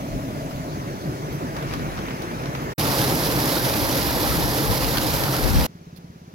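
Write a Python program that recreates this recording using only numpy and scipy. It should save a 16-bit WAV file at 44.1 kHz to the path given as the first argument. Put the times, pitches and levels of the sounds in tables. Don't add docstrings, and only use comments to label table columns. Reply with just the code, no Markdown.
import sys
import numpy as np
from scipy import signal
from scipy.fft import rfft, irfft, next_fast_len
from scipy.io import wavfile
from scipy.ndimage import uniform_filter1d, map_coordinates

SR = 44100
rng = np.random.default_rng(int(sys.argv[2]) if len(sys.argv) > 2 else 0)


def dump_mix(stems):
    frames = np.atleast_2d(stems).T
    limited = np.clip(frames, -1, 1)
    pcm = np.round(limited * 32767).astype(np.int16)
    wavfile.write(sys.argv[1], SR, pcm)


N = 279594

# (frequency [Hz], likeness [0-1])
AIR_LIKENESS = [(50, 1), (140, 0.99), (600, 0.84), (1700, 0.72), (3500, 0.3), (7000, 0.073), (14000, .05)]
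# (frequency [Hz], relative level [dB])
POND_TONE = [(20, -18), (90, 6), (180, 2.5), (350, -1), (650, -7.5), (1200, -11), (3200, -19.5),
             (6000, -19), (8300, -32), (12000, -28), (16000, -33)]
# (time [s], relative level [dB])
GRASS_BRUSHES = [(5.960, -42), (5.971, -42)]
# (frequency [Hz], relative level [dB])
GRASS_TONE = [(1200, -18), (2500, -8), (3900, -4), (4300, 1), (4800, -4), (8000, -20), (11500, -5),
              (16000, -12)]
# (frequency [Hz], relative level [dB])
CHUFF_TONE = [(100, -20), (260, 0), (400, -2), (700, -14), (2000, -45)]

# (frequency [Hz], relative level [dB])
RUMBLE_TONE = [(20, -42), (60, -8.5), (88, -11.5), (140, 2), (180, -5), (230, -7), (300, -3), (420, -10.5),
               (620, -12), (850, -24.5), (2000, -45)]
WASH_TONE = [(300, -7), (900, 3), (1400, -0.5), (2200, -5.5), (3200, -15), (6000, -46)]
HISS_TONE = [(1200, -5), (3200, 1.5), (6300, 2), (8200, -9), (10000, -8), (12000, -3.5), (16000, -11.5)]
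# (frequency [Hz], relative level [dB])
HOLLOW_TONE = [(180, -5), (275, 10), (400, -33), (560, 0), (670, 1.5), (850, -24), (1500, -32)]
# (frequency [Hz], gain [dB])
BAG_WALL_EQ = [(150, 0.5), (220, -3), (420, -3), (900, -6)]

# (frequency [Hz], relative level [dB])
BUFFET_TONE = [(15, -44), (48, 11.5), (70, 0.5), (110, -1.5), (300, -9.5), (1000, -70)]
# (time [s], level [dB])
WINDWARD_BREEZE = [(2.8, -44), (3.4, -36.5), (4.0, -29.5), (5.1, -29), (5.35, -30)]
# (middle [s], length [s], left level [dB], right level [dB])
WIND_GUSTS = [(0.146, .14, -29, -30), (1.85, 0.96, -38.5, -35), (2.91, 0.085, -26, -42),
              (4.406, 0.1, -21, -55), (4.716, 0.1, -22, -26), (5.46, 0.1, -13.5, -36),
              (5.566, .26, -14.5, -20)]

# (time [s], relative snap level [dB], relative tick level [dB])
BAG_CRINKLES = [(0.5093, -40, -50), (1.565, -36, -36.5), (1.6246, -36.5, -42), (1.737, -32.5, -35),
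                (1.863, -42, -50), (1.989, -37, -55), (2.107, -35, -60), (2.219, -41, -36),
                (2.457, -33.5, -44), (2.5503, -33.5, -43)]
# (frequency [Hz], relative level [dB])
SNAP_TONE = [(300, 6), (900, 5.5), (1600, 4), (3500, -4), (5500, -7.5), (8500, -36)]
TICK_TONE = [(2000, -19), (4000, 3), (6000, 0), (8300, -9), (12000, -6), (16000, -6)]
# (middle [s], length [s], level [dB])
BAG_RUSTLES = [(1.73, 0.16, -38)]
# (time [s], relative level [dB])
BANGLE_TAPS = [(.55, -44), (.77, -45), (1.325, -37), (1.347, -41), (2.615, -41), (2.638, -42)]
# (frequency [Hz], relative level [dB])
GLASS_TONE = [(10000, -45), (11450, -14), (11750, -8), (12100, -12), (14000, -35)]

# (frequency [Hz], relative level [dB])
PLUNGE_TONE = [(25, -54), (60, -4), (90, -10), (132, 3), (175, -5), (230, -6), (305, -1.5), (400, -11),
               (520, -5.5), (670, -11), (850, -9), (1300, -14), (2000, -17), (4000, -34.5)]
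SPRAY_TONE = [(700, -15), (1800, 0.5), (3000, 0.5), (5500, 0.5), (6800, -3.5), (8200, -11), (10000, -9),
              (12500, -7), (16000, -17.5)]
# (time [s], level [dB])
WATER_SLAPS = [(3.389, -28), (3.7369, -24), (4.0274, -24), (4.8434, -23.5), (4.9711, -20), (4.9814, -20),
               (5.236, -24)]
# (frequency [Hz], relative level [dB])
SLAP_TONE = [(300, -21), (1200, -1), (2600, -6), (4500, -7), (9000, -24), (16000, -24)]
# (frequency [Hz], likeness [0-1])
JET_LIKENESS = [(50, 0.58), (140, 1), (350, 1), (1000, 0.71), (2200, 0.56), (4000, 0.58), (6500, 0.51),
                (10000, 0.18), (15000, .1)]
# (frequency [Hz], gain [dB])
PORT_RING_EQ = [(100, -0.5), (600, 1), (1600, -1), (2700, -3), (4100, 5.5), (5200, 5.5), (6200, 0.5),
                (8800, 3.5), (11600, 14), (16000, 9.5)]
# (time [s], share [0-1])
PORT_RING_MIX = [(2.8, 0.8), (3.05, 1), (5.2, 1), (5.45, 0.82)]

# (start [s], end [s])
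AT_BAG, AT_OUTLET, AT_POND = (-.01, 2.733), (2.781, 5.666), (5.668, 6.4)


def amp(db):
    return 10 ** (np.asarray(db) / 20)


def unit(x):
    return x / np.sqrt(np.mean(x ** 2) + 1e-20)


def along(points, hz):
    f, v = np.transpose(points)
    return np.interp(np.log(hz + 1), np.log(f + 1), v)


def automation(points):
    return np.interp(np.arange(N) / SR, *np.transpose(points))


def ramp(start_s, end_s):
    return automation([(start_s, 0), (end_s, 1)])


def gate(span, fade_s):
    t = np.arange(N) / SR
    return np.clip(np.minimum(t - span[0], span[1] - t) / fade_s + .5, 0, 1)


def swells(rows):
    t = np.arange(N) / SR
    return sum(amp(db) * np.cos(np.pi * np.clip((t - s) / length, -.5, .5)) ** 2
               for s, length, db in rows)


def wobble(rate):
    return map_coordinates(rng.standard_normal(int(N * rate / SR) + 4), [np.arange(N) * rate / SR])


def filtered(x, response):
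    size = next_fast_len(N + SR // 4, real=True)
    return irfft(rfft(x, size) * response(np.fft.rfftfreq(size, 1 / SR)), size)[..., :N]


def eq(x, tone):
    return filtered(x, lambda hz: amp(along(tone, hz)))


def noise(patchy_db):
    spectra = signal.stft(rng.standard_normal((2, N)), nperseg=512)[2]
    patches = uniform_filter1d(rng.standard_normal(spectra.shape[1:]), size=6, axis=0)
    patches = unit(uniform_filter1d(patches, size=8, axis=1))
    return unit(signal.istft(spectra * amp(patchy_db * patches), nperseg=512)[1][:, :N])


def at_ports(pair, likeness, lag_ms):
    size = next_fast_len(N + SR // 4, real=True)
    hz = np.fft.rfftfreq(size, 1 / SR)
    width = np.arccos(np.clip(along(likeness, hz), -1, 1)) / 2
    mid, side = rfft(pair, size) * [np.cos(width), np.sin(width)]
    half_delay = np.exp(-1j * np.pi * hz * lag_ms / 1000)
    ports = np.array([(mid + side) * half_delay, (mid - side) / half_delay])
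    return unit(irfft(ports, size)[:, :N])


def bursts(hits, tone, attack_s, t60_s):
    t = np.arange(SR // 4) / SR
    shape = (1 - np.exp(-t / attack_s)) * amp(-60 * t / t60_s)
    envelope = np.zeros(N + SR)
    for s, db in hits:
        envelope[round(s * SR):][:len(t)] += amp(db) * shape / shape.max()
    return envelope[:N] * unit(eq(rng.standard_normal((2, N)), tone))


def clicks(rate, spread_db):
    count = int(rate * N / SR)
    sizes = amp(spread_db * np.clip(rng.standard_normal((2, count)), -2, 2))
    sizes *= rng.choice([-1, 1], (2, count))
    return unit(np.array([np.bincount(rng.integers(0, N, count), row, N) for row in sizes]))


def air_bed(tone, patchy_db, lag_ms):
    return at_ports(eq(noise(patchy_db), tone), AIR_LIKENESS, lag_ms)


def engine():
    first_s, firing_hz, jitter_s = 5.6923, 17.16, 0.00079
    puff_hz, puff_width_s, delay_s = 185, 0.0029, 0.00513
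    ring_hz, ring_t60_s = 178, 0.16
    firings = [(s + jitter_s * rng.standard_normal(), -33.5 + 2 * rng.standard_normal())
               for s in np.arange(first_s, N / SR, 1 / firing_hz)]
    t = np.arange(N) / SR
    thuds = np.zeros(N)
    for s, db in firings:
        age = t - s - delay_s
        puff = np.exp(-(age / puff_width_s) ** 2 / 2) * np.cos(2 * np.pi * puff_hz * age)
        ring = np.sin(2 * np.pi * ring_hz * age) * amp(-60 * np.abs(age) / ring_t60_s) * (age > 0)
        thuds += amp(db) * (puff + amp(-6) * ring)
    chuff = bursts(firings, CHUFF_TONE, attack_s=.004, t60_s=.08)
    return thuds + amp(-19.5) * chuff


def pond():
    air = air_bed(POND_TONE, patchy_db=0.5, lag_ms=0.41)
    grass = bursts(GRASS_BRUSHES, GRASS_TONE, attack_s=.006, t60_s=0.04)
    return amp(-48) * air + amp([[-13], [-4]]) * grass


def distant_rush():
    outside = ramp(.58, .92)
    screened = 1 - ramp(1.12, 1.72)
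    rumble = air_bed(RUMBLE_TONE, patchy_db=1.66, lag_ms=0.37)
    rumble = outside * rumble + (1 - outside) * eq(rumble, BAG_WALL_EQ)
    wash = air_bed(WASH_TONE, patchy_db=1.65, lag_ms=0.43)
    hiss = air_bed(HISS_TONE, patchy_db=2.0, lag_ms=0.455)
    hollow = air_bed(HOLLOW_TONE, patchy_db=-0.1, lag_ms=0.28)
    return (amp(-30 - 0.6 * wobble(rate=14)) * rumble
            + amp(-35.5 - 4.5 * screened) * wash
            + amp(-44.5 - 1.6 * screened) * hiss
            + amp(-34.5 - 16 * outside) * hollow)


def wind(left_db, right_db):
    breeze = np.array([amp(db + 3 * wobble(rate=13)) for db in (left_db, right_db)])
    gusts = np.array([swells([(s, length, db) for s, length, db, _ in WIND_GUSTS]),
                      swells([(s, length, db) for s, length, _, db in WIND_GUSTS])])
    return unit(eq(rng.standard_normal((2, N)), BUFFET_TONE)) * np.hypot(breeze, gusts)


def bangles():
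    return amp(-7.5) * bursts(BANGLE_TAPS, GLASS_TONE, attack_s=.002, t60_s=.09)


def bag():
    start_s, end_s, faint_per_s = 1.5, 2.7, 10
    count = int(faint_per_s * (end_s - start_s))
    faint = [(start_s + when * (end_s - start_s), -39.5 + 2 * (2 * size - 1))
             for when, size in rng.random((count, 2))]
    buckles = [(s, db) for s, db, _ in BAG_CRINKLES] + faint
    tails = bursts(buckles, SNAP_TONE, attack_s=0.0015, t60_s=0.057)
    cracks = bursts(buckles, SNAP_TONE, attack_s=0.00091, t60_s=0.0087)
    ticks = bursts([(s, db) for s, _, db in BAG_CRINKLES], TICK_TONE, attack_s=.001, t60_s=0.03)
    creases = clicks(rate=1500, spread_db=7)
    rustle = unit(eq(creases, SNAP_TONE)) + amp(-12) * unit(eq(creases, TICK_TONE))
    grain = amp(1.3 * wobble(rate=500))
    return (amp(5) * cracks + amp(1) * tails + ticks) * grain + swells(BAG_RUSTLES) * rustle


def bubbles(rate, centre_hz, octaves, cycles, spread_db, rise):
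    count = int(rate * N / SR)
    n = np.arange(int(2 * SR * cycles / centre_hz))
    streams = []
    for _ in range(2):
        pitch, size = np.clip(rng.standard_normal((count, 2)), -2, 2).T[:, :, None]
        hz = centre_hz * 2 ** (octaves * pitch)
        age = (hz / SR / cycles).astype(np.float32) * n.astype(np.float32)
        ring = np.sin(2 * np.pi * cycles * age * (1 + rise * age / 2))
        ring *= np.minimum(20 * age, 1) * np.exp(-np.pi * age)
        ring *= np.minimum(2 * (1 - n / len(n)), 1)
        ring *= amp(spread_db * size) * np.sqrt(centre_hz / hz)
        starts = rng.integers(0, N, (count, 1))
        streams.append(unit(np.bincount((starts + n).ravel(), ring.ravel(), N)[:N]))
    return np.array(streams)


def patter(rate, spread_db, t60_s):
    count = int(rate * N / SR)
    power = amp(spread_db * np.clip(rng.standard_normal(count), -2, 2)) ** 2
    splashes = np.bincount(rng.integers(0, N, count), power, N)
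    decay = amp(-60 / (t60_s * SR)) ** 2
    return unit(np.sqrt(signal.lfilter([1], [1, -decay], splashes)))


def spray(surge):
    drops = noise(patchy_db=0.5) + amp(-10) * clicks(rate=3000, spread_db=4)
    fizz = bubbles(rate=500, centre_hz=4016, octaves=0.807, cycles=34, spread_db=8.5, rise=0.044)
    sheet = unit(eq(noise(patchy_db=1.34), SPRAY_TONE))
    clumps = unit(eq(drops, SPRAY_TONE)) * patter(rate=180, spread_db=1.5, t60_s=0.044)
    water = sheet + amp(-2.5) * clumps + amp(-8) * fizz
    return at_ports(water, JET_LIKENESS, lag_ms=0.019) * amp(0.84 * surge)


def plunge(surge):
    roar = unit(eq(noise(patchy_db=1.1), PLUNGE_TONE))
    froth = bubbles(rate=430, centre_hz=958, octaves=0.703, cycles=11.5, spread_db=6, rise=0.14)
    gurgles = bubbles(rate=55, centre_hz=787.3, octaves=0.737, cycles=35.3, spread_db=0, rise=0.09)
    water = roar + amp(-13.5) * froth + amp(-12.5) * gurgles
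    return at_ports(water, JET_LIKENESS, lag_ms=.23) * amp(.5 * surge)


def gush():
    age_s = np.maximum(np.arange(N) / SR - AT_OUTLET[0], 0)
    onset_db = -2.5 * np.exp(-age_s / 0.02)
    plunge_db = -22.5 - 0.66 * age_s + onset_db
    spray_db = -29.5 - 0.69 * age_s + onset_db
    surge = wobble(rate=35)
    slaps = bursts(WATER_SLAPS, SLAP_TONE, attack_s=0.00093, t60_s=0.023)
    left, right = amp(plunge_db) * plunge(surge) + amp(spray_db) * spray(surge) + slaps
    ring_mix = automation(PORT_RING_MIX)
    return np.array([left, (1 - ring_mix) * right + ring_mix * eq(right, PORT_RING_EQ)])


def scene():
    at_bag = distant_rush() + bag() + bangles() + wind(left_db=-45.5, right_db=-45.5)
    at_outlet = gush() + wind(left_db=automation(WINDWARD_BREEZE), right_db=-40)
    at_pond = pond() + engine()
    return (at_bag * gate(AT_BAG, fade_s=0.011)
            + at_outlet * gate(AT_OUTLET, fade_s=0.0037)
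            + at_pond * gate(AT_POND, fade_s=0.003))


def record(dry):
    return filtered(dry, lambda hz: hz < 16000)


dry = scene()
out = record(dry)
dump_mix(out)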